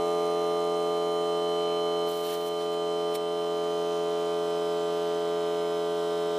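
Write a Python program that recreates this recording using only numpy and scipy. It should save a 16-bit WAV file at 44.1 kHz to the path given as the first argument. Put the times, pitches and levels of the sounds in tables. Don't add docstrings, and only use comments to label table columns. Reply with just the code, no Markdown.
import sys
import numpy as np
from scipy import signal
from scipy.fft import rfft, irfft, next_fast_len
from scipy.io import wavfile
from scipy.ndimage import uniform_filter1d, map_coordinates

SR = 44100
rng = np.random.default_rng(int(sys.argv[2]) if len(sys.argv) > 2 else 0)


def volts_from_db(level):
    exponent = np.asarray(level, float) / 20
    return 10 ** exponent


def persist_wave(psi):
    counts = np.round(np.clip(psi, -1, 1) * 32767).astype(np.int16)
    wavfile.write(sys.argv[1], SR, np.atleast_2d(counts).T)


N = 281358

FREE_TURNS_PER_S = 85.97
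# (time [s], share of the rise [0-1, may pass 1])
TANK_FILLING = [(0, 0.), (1.5, 0.17), (3, 0.44), (4.5, 0.85), (6.38, 1.08)]


def rms_one(x):
    return x / np.sqrt(np.mean(x ** 2) + 1e-20)


def filter_sos(x, order, hz, kind):
    return signal.sosfilt(signal.butter(order, hz, kind, fs=SR, output="sos"), x)


def at_hz(points, hz):
    point_hz, point_value = np.array(points).T
    return np.interp(np.log(hz + 1), np.log(point_hz), point_value)


def colour(x, gain_db_at, turn_at=lambda hz: 0):
    size = next_fast_len(N)
    hz = np.arange(size // 2 + 1) * SR / size
    response = volts_from_db(gain_db_at(hz)) * np.exp(1j * turn_at(hz))
    return irfft(rfft(x, size) * response, size)[..., :N]


def noise(points):
    return rms_one(colour(rng.standard_normal(N), lambda hz: at_hz(points, hz)))


def wander(shape, keep):
    keep = np.clip(keep, 0, .999)
    steps = rng.standard_normal(shape) + 1j * rng.standard_normal(shape)
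    start = keep * steps[:1] / np.sqrt(1 - keep ** 2)
    walk = signal.lfilter([1], [1, -keep], steps, axis=0, zi=start)[0]
    return walk * np.sqrt((1 - keep ** 2) / 2)


def burst(s, start, hold, rise, fall):
    after = np.maximum(s - start, 0)
    return (1 - np.exp(-after / rise)) * np.exp(-np.maximum(after - hold, 0) / fall)


def tank_share(s):
    at, share = np.transpose(TANK_FILLING)
    return np.interp(s, at, share)


def crank_turns(s):
    sag_turns_per_s, sag_s, first_stroke_s = 1.18, 8.0, .00054
    speed = FREE_TURNS_PER_S - sag_turns_per_s * (1 - np.exp(-s / sag_s))
    return np.cumsum(speed) / SR - first_stroke_s * FREE_TURNS_PER_S + 2


def casing_db(hz, full, mottle):
    # (centre [Hz], width [Hz], level with tank low [dB], level with tank full [dB])
    resonances = [(464.3, 2.8, 12, 13.5), (1075, 5.8, 4, 16), (1213, 27, 10.5, 13.5), (1760, 80, 1, -0.5),
                  (2160, 22, 3, 11), (3560, 450, -3, 3), (4500, 116, -11, -5), (5200, 240, -1, 3.5),
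                  (5900, 150, 1, 0), (7370, 170, -5, -2.5), (7730, 240, 2.5, 3), (9150, 98, -6, -9),
                  (11400, 230, 0.5, 2), (14900, 410, 3, 5.5)]
    mottle_db, mottle_from_hz = 3.5, 5500
    low, filled = [np.interp(hz, 130 * np.arange(len(m)), m) for m in mottle]
    total_db = mottle_db * (low + (filled - low) * full) * np.clip(hz / mottle_from_hz - 1, 0, 1)
    for centre_hz, width_hz, low_db, full_db in resonances:
        bump = np.exp(-.5 * ((hz - centre_hz) / width_hz) ** 2)
        total_db = total_db + (low_db + (full_db - low_db) * full) * bump
    return total_db


def whine_db(full):
    # (tank share at the peak, width before [share], width after [share], peak [dB], floor [dB])
    resonance_passes = [(0.18, 0.02, 0.088, -16.5, -26.5), (0.21, 0.093, 0.4, -13, -51),
                        (.03, .05, .06, -25, -34), (0.23, 0.11, 0.23, -21.5, -55)]
    levels_db = []
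    for at, before, after, peak_db, floor_db in resonance_passes:
        offset = (full - at) / np.where(full < at, before, after)
        peak_power = volts_from_db(peak_db) ** 2 / (1 + offset ** 2)
        floor_power = volts_from_db(floor_db - 7.3 * full) ** 2
        levels_db.append(10 * np.log10(peak_power + floor_power))
    return levels_db


def timing(order, scatter):
    contacts = [(.051, .82), (.089, .48), (.507, .49), (.887, .96), (.931, .88)]
    knocks = sum(strength * np.exp(-2j * np.pi * order * place) for place, strength in contacts)
    steady = np.pi if order % 1 else np.angle(knocks)
    return steady + scatter * max(order - 16, 0) * rng.standard_normal()


def drone(turns, s, mottle, flutter, scatter):
    # (multiple of the crank rate, level with tank low [dB], level with tank full [dB])
    strong_orders = [(1.0, -37, -37), (2.0, -18, -18), (3.0, -19, -20), (3.5, -27, -29), (4.0, -10, -11),
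                     (5.0, 0, 0), (5.5, -18, -22), (6.5, -27, -28), (7.0, -6, -7), (8.0, -8, -9),
                     (9.0, -11, -16), (10.0, -17, -20), (11.0, -20, -19), (12.0, -17, -19),
                     (13.0, -25, -26), (14.0, -10, -17), (15.0, -29, -28), (16.0, -27, -22),
                     (17.0, -34, -32), (18.0, -38, -24), (19.0, -36, -33), (23.0, -34, -31),
                     (25.0, -30, -41), (37.0, -42, -29), (38.0, -48, -28), (39.0, -38, -31),
                     (40.0, -32, -35), (42.0, -42, -32), (45.0, -46, -30), (49.0, -32, -31)]
    whine_orders = [35, 36, 47, 48]
    # (frequency [Hz], level [dB])
    every_stroke = [(400, -36), (1600, -39), (3500, -38), (5200, -43), (7000, -44), (9300, -49),
                    (12000, -57), (15400, -66)]
    # (frequency [Hz], level [dB])
    second_stroke = [(170, -52), (400, -37), (650, -44), (1000, -42), (1600, -48), (2200, -48), (4000, -48),
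                     (7000, -57), (14000, -70)]
    pairs, size, top = int(turns[-1] / 2) + 3, 6144, 372
    when = np.interp(2 * np.arange(pairs), turns, s)
    half = np.arange(top)
    hz = half * FREE_TURNS_PER_S / 2
    full = tank_share(when)

    weak_db = np.where(half % 2, at_hz(second_stroke, hz), at_hz(every_stroke, hz))
    weak_db = weak_db + casing_db(hz, full[:, None], mottle)
    lines = volts_from_db(weak_db + 0.54) * wander((pairs, top), keep=0.95) * (half > 3)

    strong = [(order, low_db + (full_db - low_db) * full) for order, low_db, full_db in strong_orders]
    strong += zip(whine_orders, whine_db(full))
    for order, level_db in strong:
        lines[:, round(2 * order)] = volts_from_db(level_db) * np.exp(1j * timing(order, scatter))
    lines = lines * (1 + flutter * (1 + hz / 1500) * wander((pairs, top), keep=0.12))

    waves = irfft(lines, size) * size / np.sqrt(2)
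    wrapped = np.concatenate([waves, waves[:, :1]], axis=1)
    place = (turns / 2) % 1
    return map_coordinates(wrapped, [turns / 2, place * size], order=1)


def rustle(turns, s, mottle, pulse_db):
    # (frequency [Hz], level per half order [dB])
    valve_noise = [(270.0, -39), (440.0, -34), (690.0, -36), (1080.0, -38), (1610.0, -45), (2160.0, -49),
                   (2920.0, -46.5), (3920.0, -44), (5190.0, -48), (6980.0, -50), (9330.0, -53),
                   (11920.0, -57), (14100.0, -60), (15440.0, -73)]
    bin_db = 10 * np.log10(SR / FREE_TURNS_PER_S)
    white, full = rng.standard_normal(N), tank_share(s)

    def through_casing(share):
        return colour(white, lambda hz: bin_db - 0.84 + at_hz(valve_noise, hz) + casing_db(hz, share, mottle))

    low, filled = through_casing(0), through_casing(1)
    body = filter_sos(low + (filled - low) * full, 3, 140, "high")
    high = filter_sos(body, 2, 1600, "high")
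    beat = np.cos(2 * np.pi * turns) + 0.73 * np.cos(6 * np.pi * turns)
    return body + high * (volts_from_db(pulse_db * beat) - 1)


def hum_db(s):
    # (time [s], hold [s], depth [dB])
    ducks = [
        (.95, 0.15, 0.1),
        (2.082, .42, 2.5),
        (3.13, .06, 1.5),
        (5.62, .08, 0.15),
    ]
    start_db, tire_db, tire_s = -29, 1.05, 1
    attack_s, release_s = 0.016, 0.38
    ducked = sum(depth_db * burst(s, at, hold, attack_s, release_s) for at, hold, depth_db in ducks)
    return start_db - tire_db * (1 - np.exp(-s / tire_s)) - ducked


def open_air():
    # (frequency [Hz], level per Hz [dB])
    air_spectrum = [(20, -5), (50, -6), (125, -4), (170, 6), (300, 3), (700, -4), (1500, -20), (4000, -40),
                    (16000, -60)]
    return volts_from_db(-65) * (noise(air_spectrum) + 0.73 * noise(air_spectrum) * [[1], [-1]])


def spatter(points, ragged_db):
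    body, out = noise(points), 0
    edges = 1000 * 2 ** np.arange(0, 4.1, .5)
    rough = rms_one(filter_sos(rng.standard_normal((len(edges), N)), 2, 50, "low"))
    for low, high, own in zip(edges, edges[1:], rough[1:]):
        sputter = volts_from_db(ragged_db * (0.47 * rough[0] + 0.82 * own))
        out = -out + sputter * filter_sos(body, 2, [low, high], "band")
    return rms_one(out)


def escape(s, ragged_db):
    # (time [s], length [s], thin hiss [dB], broad sputter [dB])
    spits = [
        (2.063, 0.06, -49.5, -49),
        (2.127, .1, -52, -53),
        (2.227, 0.05, -48.5, -47),
        (2.281, 0.066, -49, -44.5),
        (2.368, 0.11, -55, -56),
        (2.445, 0.036, -57, -57),
        (2.5, .16, -64, -57),
        (2.583, 0.031, -74, -52),
        (2.707, .03, -60, -52),
        (3.085, .05, -67, -61),
    ]
    # (time [s], level [dB], half length [s])
    puffs = [
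        (3.155, -34, 0.0075),
        (5.68, -62, .015),
        (5.805, -63, .010),
    ]
    # (frequency [Hz], level per Hz [dB])
    thin_spectrum = [(3000, -22), (5000, -15), (8000, -10), (11000, -8), (15000, -4.5)]
    broad_spectrum = [(1000, -8), (1500, -2.5), (2200, -5), (3000, 0), (4200, 0), (4700, -4), (5400, -5),
                      (12000, -15.5)]
    puff_spectrum = [(1000, -15), (1900, 0), (2800, -1), (4200, 3), (5200, -6), (5470, 8), (5750, -8),
                     (9400, 0), (12000, -2), (15000, -4)]
    thin, broad = 0, 0
    for at, length, thin_db, broad_db in spits:
        envelope = burst(s, at, length, rise=0.017, fall=0.021)
        thin = thin + volts_from_db(thin_db) * envelope
        broad = broad + volts_from_db(broad_db) * envelope
    leak = thin * spatter(thin_spectrum, ragged_db) + broad * spatter(broad_spectrum, ragged_db)
    swell = sum(volts_from_db(db) * np.exp(-np.abs((s - at) / half) ** 0.97) for at, db, half in puffs)
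    return leak + swell * noise(puff_spectrum)


def two_capsules(centre):
    # (frequency [Hz], left minus right [dB])
    lean = [(600, 0), (800, -.5), (1000, -1.2), (1200, -3), (1500, -4.3), (2200, -3.3), (4000, -2.6),
            (5000, -1.2), (8000, -2.2), (14000, -2.5)]
    # (frequency [Hz], phase the left capsule leads by [rad])
    lead = [(450, 0), (600, -.11), (700, -.07), (1030, -.17), (1250, -.15), (1550, .1), (3100, .15),
            (6000, .05)]
    ripple_db = 1.2 * rng.standard_normal(160)

    def tip_db(hz):
        ripple = np.interp(hz, 100 * np.arange(160), ripple_db)
        return at_hz(lean, hz) + ripple * np.clip(hz / 1500 - .5, 0, 1)

    return np.array([colour(centre, lambda hz: side * tip_db(hz) / 2, lambda hz: side * at_hz(lead, hz) / 2)
                     for side in (1, -1)])


def scene():
    s = np.arange(N) / SR
    turns = crank_turns(s)
    level = volts_from_db(hum_db(s))
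    mottle = rng.standard_normal((2, 125))
    compressor = drone(turns, s, mottle, flutter=0.028, scatter=0.304) + rustle(turns, s, mottle, pulse_db=3.5)
    leak = escape(s, ragged_db=2.0)
    ears = two_capsules(level * compressor + leak)
    scattered = filter_sos(rustle(turns, s, mottle, pulse_db=2.5), 1, 1500, "high")
    ears = ears + volts_from_db(-9.5) * level * scattered * [[1], [-1]]
    ears = ears + volts_from_db(-13) * np.roll(leak, 400) * [[1], [-1]]
    return ears + open_air()


def starve(x):
    # (frequency [Hz], threshold [dB])
    starved = [(3500, -30), (5000, -9), (9000, -4.5), (14000, -1.5)]
    width_lost_hz, width_kept = 6700, .42
    top_lost_hz = 15150
    hz, _, cells = signal.stft(x, SR, nperseg=2048)
    power = np.mean(np.abs(cells) ** 2, axis=0)
    row_hz = hz[:, None]
    patch = uniform_filter1d(power, size=4, axis=0)
    band = uniform_filter1d(power, size=48, axis=0)
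    kept = (patch > band * volts_from_db(at_hz(starved, hz))[:, None] ** 2) | (row_hz < starved[0][0])

    treble = power[hz > width_lost_hz].sum(axis=0)
    loud = treble > 1.5 * np.median(treble)
    kept &= (row_hz < top_lost_hz) | loud

    chance = np.repeat(rng.random(len(treble)), 2)[:len(treble)]
    wide = (chance < width_kept + 3 * (patch > 2 * band)) | loud
    mid, side = cells.mean(axis=0), (cells[0] - cells[1]) / 2
    side = side * np.where(row_hz > width_lost_hz, wide * volts_from_db(-1.0), 1)
    return signal.istft(np.array([mid + side, mid - side]) * kept, SR, nperseg=2048)[1][:, :N]


def top_cut(x):
    return signal.sosfilt(signal.butter(12, 15880, fs=SR, output="sos"), x)


def record(dry):
    steep_top_hz = 15400
    cut = signal.sosfilt(signal.cheby2(20, 50, steep_top_hz + 300, fs=SR, output="sos"), dry)
    mix = starve(cut)
    return top_cut(mix)


dry = scene()
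out = record(dry)
persist_wave(out)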